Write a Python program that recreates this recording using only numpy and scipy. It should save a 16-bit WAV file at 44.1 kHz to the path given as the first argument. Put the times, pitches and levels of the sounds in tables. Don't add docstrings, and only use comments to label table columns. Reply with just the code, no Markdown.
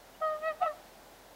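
import sys
import numpy as np
from scipy import signal
from scipy.fft import rfft, irfft, next_fast_len
from scipy.io import wavfile
from scipy.ndimage import map_coordinates

SR = 44100
rng = np.random.default_rng(int(sys.argv[2]) if len(sys.argv) > 2 else 0)


def master(y):
    cut = np.clip(np.atleast_2d(y).T, -1, 1)
    pcm = np.round(cut * 32767)
    wavfile.write(sys.argv[1], SR, pcm.astype(np.int16))


N = 59535
T = np.arange(N) / SR
FLUTTER_PER_S = 250


def amp(db):
    return 10 ** (np.asarray(db) / 20)


def gain_at(colour, hz):
    points_hz, points_db = np.transpose(colour)
    return amp(np.interp(np.log(hz + 1), np.log(points_hz + 1), points_db))


def curves(rows):
    times_s, *columns = np.transpose(rows)
    return [np.interp(T, times_s, column) for column in columns]


def gate(rows, fade_s=0.0057):
    inside_s = np.minimum(T - rows[0][0], rows[-1][0] - T)
    return np.clip(inside_s / fade_s + 0.5, 0, 1)


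def wobble(knots_per_s):
    return map_coordinates(rng.standard_normal(N), [T * knots_per_s], mode="wrap")


def filtered(x, response):
    size = next_fast_len(N + SR // 2)
    hz = np.fft.rfftfreq(size, 1 / SR)
    return irfft(rfft(x, size) * response(hz), size)[:N]


def noise(colour):
    x = filtered(rng.standard_normal(N), lambda hz: gain_at(colour, hz))
    return x / x.std()


def jittered_phase(hz, jitter, knots_per_s=FLUTTER_PER_S):
    return 2 * np.pi * np.cumsum(hz * (1 + jitter * wobble(knots_per_s))) / SR


def harmonic(k, phase, pitch_hz, throat):
    return np.sqrt(2) * gain_at(throat, k * pitch_hz) * np.sin(k * phase)


# frequency in Hz, level in dB.
WASH_COLOUR = [(35, -41), (60, -8), (135, -8), (219, -5), (448, -4.5), (605, 0.5), (816, -1.5), (1130, -9),
               (1560, -9), (2590, -15), (3750, -15), (15000, -26)]


def background(wash_db=-55, swell_db=0.43, hum_hz=42.6, hum_db=-69, hiss_db=-66.5):
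    wash = noise(WASH_COLOUR) * amp(wash_db + swell_db * wobble(8.0))
    hum = np.sqrt(2) * np.sin(jittered_phase(hum_hz, jitter=0.026, knots_per_s=8.1))
    hiss = noise([(6000, -27), (11000, -2), (15000, 2.5)])
    return wash + amp(hum_db) * hum + amp(hiss_db) * hiss


# frequency in Hz, level in dB.
REFLECTION_COLOUR = [(700, -10.5), (1300, -14), (2500, -11), (6000, -5.5)]


def reflections(calls, waves_db=-20, rise_s=0.013, waves_t60_s=0.41,
                echo_db=-27.5, echo_s=0.11, echo_t60_s=0.028):
    waves = amp(-60 * T / waves_t60_s) * (1 - np.exp(-T / rise_s))
    rocks = (T > echo_s) * amp(-60 * np.abs(T - echo_s) / echo_t60_s)
    hz = np.fft.rfftfreq(N, 1 / SR)
    voice_band = (hz > 500) & (hz < 1000)
    impulse_response = np.zeros(N)
    for envelope, level_db in ((waves, waves_db), (rocks, echo_db)):
        tail = noise(REFLECTION_COLOUR) * envelope
        band_gain = np.sqrt(np.mean(np.abs(rfft(tail)[voice_band]) ** 2))
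        impulse_response += amp(level_db) * tail / band_gain
    return signal.fftconvolve(calls, impulse_response)[:N]


# time in seconds, pitch in Hz, level in dB.
BIRD_CHIRP = [(.135, 2796, -76), (.152, 2970, -61), (.172, 3280, -78)]


def small_bird():
    pitch_hz, level_db = curves(BIRD_CHIRP)
    phase = jittered_phase(pitch_hz, jitter=0.02)
    return gate(BIRD_CHIRP) * amp(level_db) * np.sqrt(2) * np.sin(phase)


# time in seconds, pitch in Hz, level in dB, roughness.
HOARSE_CALLS = [
    [(.203, 758, -50, 0.77), (.222, 746, -44.5, 0.2), (.255, 742, -51, 0), (.285, 740, -67, .1)],
    [(.603, 745, -45, 0.6), (.612, 738, -42.5, 0.3), (.619, 726, -25, 0.62), (.632, 729.3, -25, 1.12),
     (.647, 721, -33.5, 1.23), (.655, 667.7, -37.5, 0.75), (.662, 622, -36.5, 1), (.69, 612.2, -33.5, .1),
     (.708, 603, -37, .2), (.728, 598, -55.5, 0)],
]
# time in seconds, level in dB.
BREAK_ENVELOPE = [(.651, -66), (.664, -37), (.676, -58)]
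# frequency in Hz, level in dB.
HOARSE_THROAT_COLOUR = [(720, 0), (1220, -12), (1440, -29), (1840, -14), (2000, -26), (2200, -34),
                        (2800, -25), (3000, -36), (3600, -33), (4400, -49)]
RASP_NOISE_COLOUR = [(400, -19), (850, -7), (1700, -9), (2200, -9), (2780, 2.5), (3300, -15), (5000, -25),
                     (9000, -40)]
BREAK_NOISE_COLOUR = [(450, -35), (700, -15), (980, 0), (1200, 3.5), (1600, -31), (2800, -22), (4500, -54)]


def hoarse_voice(jitter=0.0096, shimmer_db=1.97, side_offset_hz=108, side_db=-14.5, rasp_db=-23.5):
    break_db, = curves(BREAK_ENVELOPE)
    voice = gate(BREAK_ENVELOPE) * noise(BREAK_NOISE_COLOUR) * amp(break_db)
    for call in HOARSE_CALLS:
        pitch_hz, level_db, roughness = curves(call)
        phase = jittered_phase(pitch_hz, jitter * roughness)
        tone = sum(harmonic(k, phase, pitch_hz, HOARSE_THROAT_COLOUR) for k in range(1, 4))
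        edge = sum(harmonic(k, phase, pitch_hz, HOARSE_THROAT_COLOUR) for k in range(4, 8))
        side_phase = phase + 2 * np.pi * (side_offset_hz * T + rng.random())
        side_tone = amp(side_db) * np.sqrt(2) * np.sin(side_phase)
        rasp = amp(rasp_db) * noise(RASP_NOISE_COLOUR)
        envelope = gate(call) * amp(level_db + shimmer_db * roughness * wobble(FLUTTER_PER_S))
        voice += envelope * (tone + roughness * (edge + side_tone + rasp))
    return voice


# time in seconds, pitch in Hz, then levels in dB of the
HONK_1 = [(0.203, 613, -64, -58, -85), (0.211, 626.8, -46.5, -66, -75), (0.22, 633.5, -34.5, -35, -53),
          (0.241, 631.7, -32, -31.5, -47.5), (0.291, 621.4, -34, -33.5, -49),
          (0.329, 620, -33.5, -39.5, -55.5), (0.365, 610.5, -39.5, -42.5, -58.5),
          (.381, 609.1, -44.5, -60, -80), (0.403, 610.8, -45, -71, -83)]
HONK_2 = [(0.401, 613.7, -45, -61, -72), (0.419, 620.6, -42.5, -49, -68), (0.436, 631.1, -36.5, -41.5, -48),
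          (0.466, 642.2, -33.5, -36.5, -41.5), (0.485, 642.5, -31, -39, -38.5), (0.51, 623, -35, -37, -47),
          (0.525, 600.3, -43.5, -49, -61), (0.539, 599.1, -48, -63, -78), (.552, 592, -62, -67, -83)]
HONK_3 = [(0.602, 573, -70, -59, -79), (0.613, 610, -54, -41.5, -65.5), (0.634, 651.8, -45, -33, -52),
          (0.657, 662.8, -38, -34, -50), (0.677, 638.2, -45, -30.5, -50), (0.688, 627.4, -59, -56, -57),
          (0.709, 589, -53, -47.5, -74), (0.726, 567, -58, -49.5, -82), (0.737, 558, -70, -75, -90)]
# frequency in Hz, gain in dB.
HONK_THROATS = [
    [(1880, 2), (2500, -21), (3130, -15.5), (3750, -26), (4400, -24), (5050, -25.5), (5700, -56)],
    [(1900, 2), (2550, -8), (3200, -24), (3850, -27.5), (4480, -25), (5100, -43), (7000, -52)],
    [(1900, 4), (2400, -13), (2650, -12), (3250, -18.5), (3850, -20), (4500, -26), (7000, -44)],
]
# time in seconds, centre in Hz.
FORMANT_PATH = [(.25, 3010), (.265, 4400), (.287, 4240), (.33, 3260), (.452, 3280), (.467, 4320),
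                (.484, 3870), (.497, 3780), (.51, 3070), (.635, 2720), (.664, 2640), (.673, 3750)]
# frequency in Hz, level in dB.
HUSKY_UNDERTONE_COLOUR = [(400, -32), (620, -7), (760, 9), (880, -2), (1050, -22), (1500, -13), (2600, -17),
                          (5000, -43)]


def clean_swan(jitter=0.002, shimmer_db=-0.17, undertone_db=-24.5, formant_db=11, half_width_hz=158):
    pitch_hz = curves(sorted(HONK_1 + HONK_2 + HONK_3))[0]
    phase = jittered_phase(pitch_hz, jitter)
    centre_hz, = curves(FORMANT_PATH)
    undertone = amp(undertone_db) * noise(HUSKY_UNDERTONE_COLOUR)
    voice = np.zeros(N)
    for honk, throat in zip((HONK_1, HONK_2, HONK_3), HONK_THROATS):
        _, fundamental_db, octave_db, upper_db = curves(honk)
        body = np.sqrt(2) * (amp(fundamental_db) * np.cos(phase) - amp(octave_db) * np.cos(2 * phase))
        upper = np.zeros(N)
        for k in range(3, 11):
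            detuning = (k * pitch_hz - centre_hz) / half_width_hz
            upper += amp(formant_db / (1 + detuning ** 2)) * harmonic(k, phase, pitch_hz, throat)
        voice += gate(honk) * (body + amp(upper_db) * upper + amp(fundamental_db) * undertone)
    return voice * amp(shimmer_db * wobble(FLUTTER_PER_S))


def scene():
    calls = clean_swan() + hoarse_voice() + small_bird()
    return (calls + reflections(calls) + background())[None]


def record(dry):
    top_hz = 15800
    return np.array([filtered(channel, lambda hz: hz < top_hz) for channel in dry])


dry = scene()
out = record(dry)
master(out)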